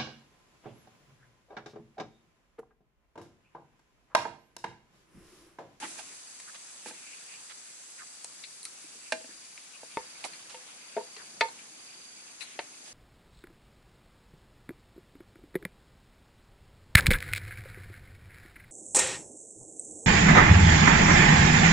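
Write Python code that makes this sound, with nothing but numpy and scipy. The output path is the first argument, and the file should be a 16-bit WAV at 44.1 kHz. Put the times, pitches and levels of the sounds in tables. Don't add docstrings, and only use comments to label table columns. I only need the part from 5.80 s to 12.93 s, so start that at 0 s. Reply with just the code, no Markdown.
import sys
import numpy as np
from scipy import signal
from scipy.io import wavfile

SR = 44100
rng = np.random.default_rng(int(sys.argv[2]) if len(sys.argv) > 2 else 0)


def persist_wave(psi):
    counts = np.round(np.clip(psi, -1, 1) * 32767).astype(np.int16)
    wavfile.write(sys.argv[1], SR, np.atleast_2d(counts).T)


N = 314433
SCENE_CHANGE_S = 4.17

# t/s, level/dB, five mode-group gains/dB (low air, high air, low wall, high wall, upper),
# pan/dB (left over right), rise/ms, grip (fraction of the free decay time)
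POLE_BLOWS = [(.011, -44.5, -25, -36, -41, -10, -22, -6, 2.3, 0.59),
              (.025, -33, -27, -32, -26, -4, -17, -4, 6.7, 0.64),
              (.187, -40.5, -32, -37, -16, -10, -3, -5, 5.8, 0.47),
              (1.059, -41.5, -5, -21.5, -22, -9, -12, -6, 0.92, 0.56),
              (1.109, -44.5, -4, -21, -21, -12, -11, -2, 1.4, 0.63),
              (2.4455, -43, -5, -23, -18, -10, -16, 1.5, .3, 0.13),
              (3.3218, -22.5, -9, -32, -15, -19, -13.5, -10, 1.1, 0.75),
              (3.41, -50, -10, -16, -24, -23, -17, -2, 1.5, 0.37),
              (3.443, -40.5, 8, -30, -18.5, -25, -16, 1, 1.8, 0.48),
              (4.031, -47, 11, -12, -7.5, -3.5, -9.5, -11, 1.9, 0.28)]
TUBE_BLOWS = [(4.1705, -18.5, -18, -17, -22, -11.5, -18, 10, 0.67, 0.69),
              (4.744, -34.5, -47, -9, -17, -11.5, -15, -4, .7, 0.83),
              (5.1655, -20, -8.5, -18, -8.5, -25, -25.5, 10, 0.88, 0.78),
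              (5.173, -21.5, -7, -15, -4, -12.5, -22, 1, 1.9, 0.82),
              (5.209, -33.5, -3, -14, -19, -2, -18, 4, 2.1, 0.27),
              (5.368, -41.5, -4, -18, -25, -23, -25, 6, 3, 0.44),
              (5.609, -4.5, -21.5, -42, -15.5, -59, -7.5, -2, 2.8, 0.57),
              (5.615, -7, -51, -27, -45, -14, -28, -4, 6.2, 1),
              (5.65, -29.5, -12, -1, -14, -25, -25, 1.5, 3, 0.47),
              (6.7905, -18.5, -31, -34, -13.5, -16, -9, 0, 0.44, 0.34)]
# f/Hz, level/dB, free T60/s
POLE_MODES = [(258.6, -12, 0.21), (489.5, 18.5, 0.19), (641, 13, 0.28), (863, 15, 0.088),
              (1575, 8.5, 0.088), (1770, 16.5, 0.026), (2423, 11, 0.056), (2750, -1.5, 0.15),
              (3930, -12, 0.17)]
TUBE_MODES = [(282, -30, 0.16), (427.5, 2.5, 0.12), (502, -0.5, 0.21), (600, -1, 0.03), (653, 7.5, 0.048),
              (907.5, 4.5, 0.16), (1220, -14, 0.15), (1417, -0.5, 0.031), (1620, -36, 0.072),
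              (1770, -9, 0.13), (1990, -12.5, 0.092), (2170, 1.5, 0.062), (2550, -7, 0.072),
              (2760, -30, .08), (3560, -8, 0.052), (3940, -30, 0.049), (4620, -10, 0.02),
              (4950, -28, 0.089)]
MODE_GROUP_EDGES = [455, 560, 750, 1050]
# mid t/s, level/dB, start f/Hz, end f/Hz, width/octaves, duration/s, pan/dB
SCRAPE_STROKES = [(0.044, -39, 2070, 1060, 1.7, 0.055, -5), (0.106, -49.5, 7000, 8000, 1.7, 0.12, -11),
                  (0.196, -45, 3000, 2200, 4.6, 0.047, -9), (0.202, -52, 750, 746, 0.2, .034, 4),
                  (.691, -49, 1460, 1380, .5, 0.04, -4), (0.756, -47, 1760, 1470, 2.9, 0.031, -5),
                  (1.086, -41, 3500, 3200, 6.3, .075, -4.5), (1.339, -51.5, 2460, 2430, 0.4, 0.057, .6),
                  (1.53, -54, 2390, 2620, 0.52, 0.09, 3), (1.712, -48, 2200, 2000, 1.9, 0.044, -8),
                  (2.212, -47, 2240, 1030, 0.59, 0.07, 1), (3.519, -57, 1610, 2150, 0.59, .075, -1.5),
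                  (3.953, -54.5, 2570, 2600, .25, 0.066, 6), (4.124, -55.5, 2600, 2510, 0.37, .06, 4),
                  (4.363, -54, 2400, 2210, 0.25, 0.038, -3), (4.454, -38.5, 790, 750, 0.6, 0.033, -6),
                  (4.458, -42.5, 3000, 4000, 4.8, 0.055, 3), (4.905, -57, 2510, 2800, 0.75, .094, .6),
                  (5.406, -52, 2210, 880, 0.72, 0.083, 10), (6.626, -41, 6000, 4970, 6.2, 0.059, 2),
                  (6.712, -53.5, 2550, 2260, 1.2, 0.21, 0), (7.085, -51, 2500, 2000, 4.4, 0.081, -5)]
# t/s, level/dB
CHAFE_LEVELS = [(0, -61), (.9, -72), (1.2, -60.5), (1.6, -62), (1.8, -72), (2.6, -76), (2.95, -63.5),
                (3.8, -70), (4.15, -66)]
# t/s, level/dB, pan/dB, f/Hz, width/octaves, T60/s, lower and upper wall resonance level/dB
SNAP_EVENTS = [(.6, -40.5, 4, 3500, 4.6, 0.036, -60, -55), (1.539, -49.5, -7, 2700, 2.7, .043, -55, -58),
               (2.445, -31.5, 1, 7460, 0.68, .013, -40, -36),
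               (2.638, -43, 5, 3740, 0.21, 0.059, -41.5, -40), (2.83, -38, -1, 9600, 0.5, .025, -57, -46),
               (2.84, -42, -4, 9700, 0.54, .05, -57, -57), (2.8527, -30.5, 2, 8500, 1.4, 0.019, -41, -36),
               (2.8564, -45.5, -4, 1310, 0.13, 0.073, -58, -48),
               (3.322, -26, -3, 1920, 3.7, 0.046, -30, -43), (3.6496, -48.5, 0, 5750, 1, 0.046, -67, -63),
               (3.777, -47, 3, 2200, 2.9, 0.032, -45, -62), (4.1713, -25, -3, 300, 3.5, 0.013, -42, -55),
               (4.441, -43, -11, 3460, 2.6, 0.051, -36.5, -40),
               (4.449, -35, -9, 2500, 4.7, 0.048, -54, -44), (4.5336, -46.5, 1, 1800, .8, 0.065, -48, -46),
               (4.696, -46.5, -9, 2270, 3.5, 0.17, -63, -70),
               (4.7456, -44.5, -1.5, 2930, 0.23, .06, -58, -58),
               (5.168, -40, 2, 1390, 1.1, 0.081, -54, -58), (5.3653, -43, 4, 1780, 3, .05, -55, -47),
               (5.609, -22, 2, 1720, 2.32, 0.05, -23, -25.5), (5.686, -44, -1, 940, 0.66, .04, -62, -48),
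               (5.7903, -58, 5, 2320, 1.5, 0.05, -46.5, -60),
               (6.608, -43.5, 16.5, 4000, 0.15, .13, -44.5, -47),
               (6.7906, -32.5, 2.5, 690, 2.7, 0.053, -32.5, -37.5),
               (7.063, -56, -2.5, 3000, 2.3, 0.034, -53, -55)]
# f/Hz, width/octaves
WALL_RESONANCES = [(2350, 0.47), (4250, 0.2)]
# t/s, level/dB, T60/s
BUMP_EVENTS = [(.03, -47, 0.23), (1.057, -50.5, 0.36), (3.041, -53, 0.084), (3.155, -53.5, 0.11),
               (3.326, -47.5, 0.26), (3.49, -51.5, 0.13), (4.445, -55, 0.2), (5.166, -41.5, 0.11),
               (5.611, -41.5, 0.095), (6.792, -40, 0.033)]
# t/s, flutter level/dB, rustle level/dB, hiss level/dB
NOISE_LEVELS = [(0, -54, -50, -45), (.42, -67, -58, -50), (1.3, -66.5, -55.5, -49.5),
                (2.0, -68, -58.5, -50), (2.75, -65.5, -58.5, -49), (3.95, -67, -57.5, -50.5),
                (4.45, -62.5, -53, -49), (5.0, -66, -55.5, -51), (5.65, -60.5, -56, -50),
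                (6.1, -64.5, -57, -51.5), (7.13, -62.5, -58, -51)]
# f/Hz, relative level/dB
FLUTTER_SPECTRUM = [(18, -50), (30, -24.5), (161, -2.5), (261, 2), (332, 1), (468, -3), (900, -4),
                    (1170, -34), (1980, -120)]
RUSTLE_SPECTRUM = [(400, -12), (800, -2), (1500, -1), (2500, -1), (3300, -2), (5000, -15)]
HISS_SPECTRUM = [(600, -7.5), (1500, -5), (3000, -9), (4500, 1), (6000, 5), (8000, 0.5), (11500, 7.5)]
# f/Hz, correlation
CORRELATION_NEAR = [(60, 0.68), (140, 0.93), (340, 0.45), (810, -0.26), (1940, 0.28), (4620, -0.084),
                    (11000, -0.14)]
CORRELATION_FAR = [(60, 0.33), (140, 1), (340, 0.53), (810, -0.055), (1940, 0.02), (4620, -0.18),
                   (11000, -0.38)]
# t/s, low chorus level/dB (at a crest), middle level/dB, high level/dB
CHORUS_LEVELS = [(0, -61, -56.5, -57.5), (2.3, -58.5, -59, -55.5), (2.85, -59, -63, -62),
                 (3.35, -58, -60, -55.5), (3.9, -57, -63, -79), (6.4, -56, -58, -70),
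                 (7.13, -60.5, -58, -66)]
# f/Hz, width/Hz, pulse rate/Hz, modulation depth, near pan/dB, far pan/dB, correlation
INSECT_SONGS = [(4700, 380, 27, .6, 0.5, -5, -.4), (6430, 300, 45, .2, 2.5, 0.1, -.5),
                (7820, 750, 116, .95, -6, -1.5, -.2)]


def bamboo_knocks(blows, modes):
    out = np.zeros((2, N))
    for s, blow_db, *group_db, pan_db, rise_ms, grip in blows:
        start = round(s * SR)
        t = np.arange(min(SR // 3, N - start)) / SR
        ringing = np.zeros((2, len(t)))
        for k, (hz, mode_db, t60) in enumerate(modes):
            gain = (-1) ** k * amp(mode_db + group_db[np.searchsorted(MODE_GROUP_EDGES, hz)])
            decay = amp(-60 * t / (t60 * grip))
            directivity = np.clip(hz / 2500, .2, 1)
            ringing += gain * np.sin(2 * np.pi * hz * t) * decay * sides(pan_db * directivity)
        rise = 1 - np.exp(-1000 * t / rise_ms)
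        out[:, start:start + len(t)] += amp(blow_db) * ringing * rise
    radiation = signal.butter(3, 242, "high", fs=SR, output="sos")
    return signal.sosfilt(radiation, out + 1e-18)


def bamboo_scrapes():
    out = np.zeros((2, N))
    for s, level_db, start_hz, end_hz, octaves, length_s, pan_db in SCRAPE_STROKES:
        size = int(length_s * SR)
        grains = stereo(*rng.standard_normal((2, size)), .24)
        grains *= amp(2.6 * np.minimum(rng.exponential(1, size), 5))
        progress = np.linspace(0, 1, size)
        sliding = np.zeros((2, size))
        for step in np.linspace(0, 1, 6):
            hz = start_hz * (end_hz / start_hz) ** step
            crossfade = np.maximum(0, 1 - 5 * abs(progress - step))
            sliding += crossfade * unit_rms(band(grains, hz, octaves))
        stroke = amp(level_db) * sliding * np.sin(np.pi * progress ** .85) * sides(pan_db)
        start = max(round(s * SR) - size // 2, 0)
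        out[:, start:start + size] += stroke[:, :N - start]
    return out


def pole_chafe():
    level_db, = envelopes(CHAFE_LEVELS)
    friction = stereo(*rng.standard_normal((2, N)), .4)
    wall_mode = unit_rms(band(friction, hz=2475, octaves=.31))
    lumps_db = 4 * drift(rate_hz=8.4)
    return amp(level_db + lumps_db) * wall_mode


def snaps():
    out = np.zeros((2, N))
    for s, level_db, pan_db, hz, octaves, t60, *rings_db in SNAP_EVENTS:
        add_burst(out, s, level_db, pan_db, hz, octaves, t60, correlation=.89)
        for ring_db, (ring_hz, ring_octaves) in zip(rings_db, WALL_RESONANCES):
            add_burst(out, s, ring_db, pan_db, ring_hz, ring_octaves, t60, correlation=.37)
    return out


def low_bumps():
    out = np.zeros((2, N))
    for s, level_db, t60 in BUMP_EVENTS:
        add_burst(out, s, level_db, pan_db=0, hz=280, octaves=.84, t60=t60, correlation=1)
    return out


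def shed_echo(x, level_db=-11.5, t60=.21, delay_s=.004):
    t = np.arange(SR // 4) / SR
    scatter = rng.standard_normal((2, len(t))) * amp(-60 * t / t60) * (t > delay_s)
    scatter = signal.sosfilt(signal.butter(1, 18600, fs=SR, output="sos"), scatter)
    scatter /= np.sqrt(np.sum(scatter ** 2, axis=1, keepdims=True))
    return amp(level_db) * signal.fftconvolve(x, scatter, axes=1)[:, :N]


def fire_and_trees():
    flutter_db, rustle_db, hiss_db = envelopes(NOISE_LEVELS)
    flutter = amp(flutter_db) * banded_noise(FLUTTER_SPECTRUM, flicker_db=1.35, rate_hz=35)
    rustle = amp(rustle_db) * banded_noise(RUSTLE_SPECTRUM, flicker_db=1.5, rate_hz=20)
    hiss = amp(hiss_db) * banded_noise(HISS_SPECTRUM, flicker_db=.92, rate_hz=83)
    return flutter + rustle + hiss * sides(pan_db=1.5)


def insects(swell_period_s=.947, crest_s=5.304):
    out = np.zeros((2, N))
    t = np.arange(N) / SR
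    near = t < SCENE_CHANGE_S
    low_db, middle_db, high_db = envelopes(CHORUS_LEVELS)
    dip_db = np.where(near, 6, 9) * np.sin(np.pi * (t - crest_s) / swell_period_s) ** 4
    for level_db, song in zip((low_db - dip_db, middle_db, high_db), INSECT_SONGS):
        hz, width_hz, pulse_hz, depth, near_pan, far_pan, correlation = song
        octaves = np.log2(1 + width_hz / hz)
        even_noise = np.sign(band(rng.standard_normal((2, N)), hz, octaves))
        carrier = stereo(*band(even_noise, hz, octaves), correlation)
        cycles = np.cumsum(pulse_hz * (1 + .0365 * drift(rate_hz=3.22))) / SR
        pulses = (.5 + .5 * np.cos(2 * np.pi * cycles)) ** 2
        throb = 1 - depth * (1 - pulses)
        out += amp(level_db) * unit_rms(throb * carrier) * sides(np.where(near, near_pan, far_pan))
    return out


def add_burst(out, s, level_db, pan_db, hz, octaves, t60, correlation):
    start = round(s * SR)
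    t = np.arange(min(SR // 5, N - start)) / SR
    excitation = stereo(*rng.standard_normal((2, len(t))), correlation)
    excitation[:, 0] += 5
    burst = unit_rms(band(excitation, hz, octaves)) * amp(-60 * t / t60)
    out[:, start:start + len(t)] += amp(level_db) * burst * sides(pan_db)


def banded_noise(spectrum, flicker_db, rate_hz):
    out = np.zeros((2, N))
    common_drift = drift(rate_hz / 4)
    white = rng.standard_normal((2, 2, N))
    centres = 25 * 2 ** np.arange(0, 9.1, .5)
    in_range = (centres >= spectrum[0][0] * .9) & (centres <= spectrum[-1][0] * 1.1)
    change = round(SCENE_CHANGE_S * SR)
    for k, hz in enumerate(centres[in_range]):
        level_db = at_hz(spectrum, hz) + flicker_db * (.28 * common_drift + drift(rate_hz))
        pair = band(white[k % 2], hz, octaves=.52) * amp(level_db)
        out[:, :change] += stereo(*pair[:, :change], at_hz(CORRELATION_NEAR, hz))
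        out[:, change:] += stereo(*pair[:, change:], at_hz(CORRELATION_FAR, hz))
    return unit_rms(out)


def band(x, hz, octaves):
    edges = np.clip(hz * 2 ** (np.array([-.5, .5]) * octaves), 20, .45 * SR)
    return signal.sosfilt(signal.butter(2, edges, "band", fs=SR, output="sos"), x)


def drift(rate_hz):
    hop, settle = 40, 2000
    r = np.exp(-2 * np.pi * rate_hz * hop / SR)
    slow = signal.lfilter([1], [1, -2 * r, r * r], rng.standard_normal(N // hop + settle + 2))[settle:]
    return np.interp(np.arange(N) / hop, np.arange(len(slow)), unit_rms(slow))


def stereo(mid, side, correlation):
    correlation = np.clip(correlation, -.98, .98)
    return np.sqrt(.5 + correlation / 2) * mid + np.sqrt(.5 - correlation / 2) * side * [[1], [-1]]


def sides(pan_db):
    return amp(np.vstack([pan_db / 2, -pan_db / 2]))


def envelopes(rows):
    times, *columns = np.transpose(rows)
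    return [np.interp(np.arange(N) / SR, times, column) for column in columns]


def at_hz(points, hz):
    frequencies, values = np.transpose(points)
    return np.interp(np.log(hz), np.log(frequencies), values)


def amp(db):
    return 10 ** (np.asarray(db) / 20)


def unit_rms(x):
    return x / np.sqrt(np.mean(x ** 2) + 1e-20)


def scene():
    knocks = bamboo_knocks(POLE_BLOWS, POLE_MODES) + bamboo_knocks(TUBE_BLOWS, TUBE_MODES)
    hits = knocks + snaps() + low_bumps()
    return hits + shed_echo(hits) + bamboo_scrapes() + pole_chafe() + fire_and_trees() + insects()


def record(dry):
    return signal.sosfilt(signal.ellip(12, .5, 55, 11070, fs=SR, output="sos"), dry)


dry = scene()
out = record(dry)
persist_wave(out)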